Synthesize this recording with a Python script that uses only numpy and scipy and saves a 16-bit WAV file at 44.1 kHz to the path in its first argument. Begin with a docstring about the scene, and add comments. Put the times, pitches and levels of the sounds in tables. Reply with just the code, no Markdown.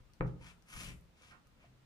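"""A knife is pushed into a small watermelon on a plastic board on a wooden table, close by in a small room.
After a light tap and a tick, the melon bumps down at 0.2 s: a dull thump that rings the table.
The blade then slides through rind and wet flesh in hissing strokes; in the longest, from 0.64 s,
it sticks and slips and shudders the table. After 1 s the strokes are fainter, with small ticks and
handling knocks between them, and two last taps ring out into quiet room noise."""
import sys
import numpy as np
from scipy import signal
from scipy.fft import rfft, irfft
from scipy.io import wavfile

SR = 44100
rng = np.random.default_rng(int(sys.argv[2]) if len(sys.argv) > 2 else 0)


def output_pcm(signal):
    """Save a mono or channel-first signal as 16-bit PCM at the path in sys.argv[1].

    Samples are clipped to [-1, 1] before scaling.
    """
    pcm = np.clip(np.atleast_2d(signal).T, -1, 1) * 32767
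    wavfile.write(sys.argv[1], SR, np.round(pcm).astype(np.int16))


N = 81585

# Colour of the room tone. Each row: frequency in Hz, relative level in dB.
AIR_COLOUR = [(15, -6), (35, -6.5), (80, -7), (180, -8.5), (380, -18), (800, -22.5), (1050, -22.5),
              (1250, -24.5), (1500, -25.5), (3600, -30.5), (5500, -35), (10000, -41.5), (15000, -50)]
# Decay of the room's reverb. Each row: frequency in Hz, t60 in seconds.
ROOM_DECAY = [(60, 1), (200, 0.63), (500, 0.47), (1200, 0.34), (2500, 0.23), (6000, 0.23), (15000, 0.42)]
# Taps of fingers and knife handle. Each row: start in seconds, level in dB, pitch in Hz, t60 in seconds.
HAND_TAPS = [(0.093, -70.5, 1240, .12), (.412, -59, 915, 0.1), (1.468, -71.5, 1245, .12),
             (1.643, -54.5, 690, 0.029), (1.667, -60.5, 128, 0.67)]
# Ticks of splitting rind. Each row: start in seconds, peak in dB, centre in Hz, left minus right in dB.
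RIND_TICKS = [(.1355, -52.5, 4450, 5), (.6235, -59.5, 3970, 12.5), (1.01, -60.5, 8100, -15),
              (1.471, -56, 5960, 1)]
# The long ring of table, board and melon together.
# Each row: pitch in Hz, relative level in dB, t60 in seconds, left minus right in dB.
TABLE_MODES = [(37.1, -15, 1, 17), (54.45, -14, 0.53, 13.5), (74, -20, 0.83, -8), (128, 0, 0.35, -2),
               (158.8, -3, 0.32, 6.5), (171.65, -12.5, 0.8, -6), (220.8, -24, 0.91, 6.5),
               (301.8, -13, 0.23, 5), (349.7, -18.5, 0.37, 12), (409.1, -16, 0.39, -13.5),
               (476, -25.5, .27, 11.5), (533.6, -17, 0.49, -1), (760, -33, 0.26, 2), (1245, -20.5, 0.68, 3)]
# The short clack of the board.
# Each row: pitch in Hz, relative level in dB, t60 in seconds, left minus right in dB.
BOARD_MODES = [(294, -9, 0.044, 5), (506, -5.5, .036, -1), (824, -8, 0.021, 3), (1274, -3, 0.015, -2.5),
               (1770, -6, 0.0069, -8.5), (2265, -6.5, 0.0078, 8.5), (3900, -25, 0.0033, -18)]
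# Knocks on the board. Each row: start in seconds, ring gain in dB, contact in ms, clack gain in dB.
BOARD_KNOCKS = [(.002, -49.5, 8.9, -62.5), (0.2013, -39.5, 4.1, -59), (0.2083, -33, 0.84, -23.5),
                (0.2466, -34, 2.95, -66), (.412, -52.5, 3.34, -83), (0.74, -40, 13.2, -80),
                (0.806, -53, 5.8, -59), (.916, -51.5, 6.7, -61), (1.212, -75, 1.8, -59.5),
                (1.457, -57.5, 7.5, -67)]
# The blade sticks and slips in the rind.
# Each row: start, attack, hold and release in seconds, slip gain in dB, rumble level in dB.
BLADE_DRAGS = [(0.677, 0.13, 0.053, 0.092, -51, -57), (0.86, 0.023, 0.035, 0.19, -68.5, -67.5),
               (1.132, 0.027, 0.033, 0.16, -72.5, -74.5), (1.534, 0.062, 0.11, 0.07, -77.5, -68.5)]
# Colour of the dragging blade's rumble. Each row: frequency in Hz, relative level in dB.
RUMBLE_COLOUR = [(20, -8), (42, 1), (78, 8.5), (102, -15), (180, -2.5), (260, -5.5), (420, -18),
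                 (600, -9.5), (1000, -53)]
# Colour of steel sliding on wet rind. Each row: frequency in Hz, relative level in dB.
RUB_COLOUR = [(200, -2.5), (450, -18), (750, -6), (1000, -5.5), (1280, -0.5), (1750, -3), (2500, 2),
              (4200, -7.5), (5700, -4.5), (7600, -4), (10800, -5.5), (13000, -10.5), (15000, -19)]
# Strokes of the blade. Each row: start, attack, hold and release in seconds, relative level in dB,
# treble corner in Hz, resonance of the slit in Hz, its lift in dB, left minus right in dB.
BLADE_STROKES = [(.255, 0.012, .005, .025, -68.5, 8000, 3000, 4.5, 0),
                 (0.382, 0.07, 0.039, 0.048, -58, 5400, 1380, 2, 4),
                 (0.639, 0.15, 0.014, 0.059, -49, 13600, 1310, 5, 2.5),
                 (0.763, 0.031, 0.044, 0.092, -50.5, 12800, 3180, 4, 4),
                 (0.849, 0.029, 0.022, 0.059, -56, 9200, 2160, 7, 2),
                 (1.124, 0.12, 0.064, .035, -63.5, 5800, 3920, 3, 3),
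                 (1.3, .015, 0.012, 0.075, -60.5, 1300, 1480, 7, -4.5),
                 (1.554, 0.082, 0.013, 0.042, -68, 2590, 3300, 1.5, 1.5)]

FREQS = np.arange(N // 2 + 1) * SR / N  # Hz of each spectrum bin


def undb(db):
    """Decibels to gain."""
    return 10 ** (np.asarray(db) / 20)


def unit(x):
    """Scale to rms 1."""
    return x / np.sqrt(np.mean(x ** 2) + 1e-30)


def since(start):
    """Seconds since a moment, zero before it."""
    return np.maximum(np.arange(N) / SR - start, 0)


def fade(t, t60):
    """Exponential decay, 60 dB down after t60 seconds."""
    return np.exp(-np.log(1000) * t / t60)


def mode(start, hz, t60):
    """A struck resonance: one dying sine."""
    t = since(start)
    return np.sin(2 * np.pi * hz * t) * fade(t, t60)


def ring(x, response):
    """Play a sound through an impulse response."""
    return signal.fftconvolve(np.atleast_2d(x), np.atleast_2d(response), axes=1)[:, :N]


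def curve(points):
    """Join (Hz, value) points across the spectrum, on a log-frequency axis."""
    hz, values = np.array(points, float).T
    return np.interp(np.log(FREQS + 1e-9), np.log(hz), values)


def eq(x, gain):
    """Filter by a gain for each frequency."""
    return irfft(rfft(x) * gain, N)


def pan(db):
    """Left and right gains for a level difference."""
    return undb(np.array([[db], [-db]]) / 2)


def place(x, side_db, lag_ms=0.19):
    """Set a close source in stereo: panned, with the right side slightly late."""
    late = eq(x, np.exp(-2j * np.pi * FREQS * lag_ms / 1000))
    return pan(side_db) * np.array([x, late])


def diffuse(alike_below_hz=550):
    """Stereo noise, narrow in the bass and wide in the treble."""
    mid, side = rng.standard_normal((2, N))
    width = 0.2 + 0.8 * FREQS / np.hypot(FREQS, alike_below_hz)
    return unit(mid + eq(side, width) * np.array([[1], [-1]]))


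def wander(rate_hz):
    """Smooth random drift with rms 1."""
    return unit(eq(rng.standard_normal(N), np.exp(-(FREQS / rate_hz) ** 2)))


def swell(start, attack, hold, release):
    """Rounded attack, hold and release."""
    up = np.minimum(since(start) / attack, 1)
    down = np.minimum(since(start + attack + hold) / release, 1)
    return (np.sin(np.pi / 2 * up) * np.cos(np.pi / 2 * down)) ** 2


def grains(per_second, spread_db):
    """Random tiny clicks, a few much larger than the rest."""
    size = undb(spread_db * np.minimum(rng.exponential(size=N), 5))
    fires = rng.random(N) < per_second / SR
    return unit(fires * size * rng.choice([-1, 1], N))


def push(start, contact_ms):
    """Half-sine force of unit area; a longer contact is duller."""
    phase = since(start) * 1000 / contact_ms
    force = np.sin(np.pi * phase) * (phase < 1)
    return force / force.sum()


def room_tone(level_db=-67.5):
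    """A bed of faint, gently wavering room noise."""
    noise = unit(eq(diffuse(), undb(curve(AIR_COLOUR))))
    return noise * undb(level_db + 0.25 * wander(rate_hz=6))


def room_response(predelay_s=0.002, early_db=-5.5, early_s=0.018):
    """The walls return dense early reflections and a tail that lasts longest in the bass."""
    t, noise, tail = since(predelay_s), diffuse(), 0
    for band_hz, t60 in ROOM_DECAY:
        band = curve([(hz, hz == band_hz) for hz, _ in ROOM_DECAY])
        tail += eq(noise, band) * fade(t, t60)
    early_lift = 1 + undb(early_db) * np.exp(-t / early_s)
    return unit(tail * (t > 0) * early_lift) / np.sqrt(N)


def hand_taps(room, send_db=-8):
    """The hands shift their grip with small pitched taps."""
    taps = sum(undb(db) * mode(start, hz, t60) for start, db, hz, t60 in HAND_TAPS)
    return taps + undb(send_db) * ring(taps, room)


def rind_ticks(room, t60=0.006, send_db=-2.5):
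    """Single fibres of rind snap, each a tiny burst of bright noise."""
    ticks = 0
    for start, db, hz, side_db in RIND_TICKS:
        t = since(start)
        burst = rng.standard_normal(N) * (t > 0) * fade(t, t60)
        band = (FREQS * hz / (FREQS ** 2 + hz ** 2)) ** 2
        snap = eq(burst, band)
        ticks += place(undb(db) * snap / abs(snap).max(), side_db)
    return ticks + undb(send_db) * ring(ticks, room)


def table_response():
    """The table, with board and melon on it, rings in many modes at once."""
    return sum(pan(side_db) * undb(db) * mode(0, hz, t60) for hz, db, t60, side_db in TABLE_MODES)


def knocks(table, room, clack_contact_ms=0.25, send_corner_hz=1920):
    """Each knock rings the table; the board clacks briefly, and the room returns a duller clack."""
    thumps = sum(undb(db) * push(start, ms) for start, db, ms, _ in BOARD_KNOCKS)
    contacts = sum(undb(db) * push(start, clack_contact_ms) for start, _, _, db in BOARD_KNOCKS)
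    board = 0
    for k, (hz, db, t60, side_db) in enumerate(BOARD_MODES):
        board += (-1) ** k * undb(db) * place(mode(0, hz, t60), side_db)  # alternating polarity
    clack = ring(contacts, board)
    dull_clack = eq(clack, 1 / np.hypot(1, FREQS / send_corner_hz))
    return ring(thumps, table) + clack + ring(dull_clack, room)


def blade_drag(table, room, send_db=-5):
    """Uneven slips of the blade ring the melon and the table; the pushing hand adds a dull rumble."""
    grip = sum(undb(db) * swell(*timing) for *timing, db, _ in BLADE_DRAGS)
    pressure = sum(undb(db) * swell(*timing) for *timing, _, db in BLADE_DRAGS)
    slips = ring(grains(per_second=420, spread_db=3) * grip, push(0, contact_ms=0.97))
    shudder = ring(slips, unit(table) / np.sqrt(N))
    rumble = unit(eq(rng.standard_normal(N), undb(curve(RUMBLE_COLOUR)))) * pressure
    return shudder + (rumble + undb(send_db) * ring(rumble, room)) * pan(db=2)


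def blade_strokes(room, slit_q=2.5, flutter_db=0.43, direct_db=-2, send_db=-2.5):
    """The blade tears countless wet cells: a fine, fluttering hiss, coloured by the slit that it opens."""
    hiss = 0
    for *timing, db, corner_hz, slit_hz, lift_db, side_db in BLADE_STROKES:
        detuning = FREQS / slit_hz - slit_hz / (FREQS + 1)
        slit = 1 + (undb(lift_db) - 1) / (1 + (slit_q * detuning) ** 2)
        colour = undb(curve(RUB_COLOUR)) * slit / (1 + (FREQS / corner_hz) ** 2)
        tearing = unit(eq(grains(per_second=6000, spread_db=4), colour))
        envelope = undb(db + flutter_db * wander(rate_hz=43)) * swell(*timing)
        hiss += place(envelope * tearing, side_db)
    return undb(direct_db) * hiss + undb(send_db) * ring(hiss, room)


def scene():
    """Knife, melon and hands share one table and one room."""
    table, room = table_response(), room_response()
    handling = knocks(table, room) + hand_taps(room)
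    cutting = blade_strokes(room) + blade_drag(table, room) + rind_ticks(room)
    return handling + cutting + room_tone()


def record(dry, whine_hz=14750, whine_db=-97, low_cut_hz=15.4, top_hz=14900):
    """The recorder adds a faint whine and cuts the deepest bass and the top."""
    whine = undb(whine_db) * np.sqrt(2) * np.sin(2 * np.pi * whine_hz * since(0))
    low_cut = signal.butter(2, low_cut_hz, "high", fs=SR, output="sos")
    high_cut = signal.ellip(8, 0.2, 70, top_hz, fs=SR, output="sos")
    return signal.sosfilt(high_cut, signal.sosfilt(low_cut, dry + whine))


dry = scene()
out = record(dry)
output_pcm(out)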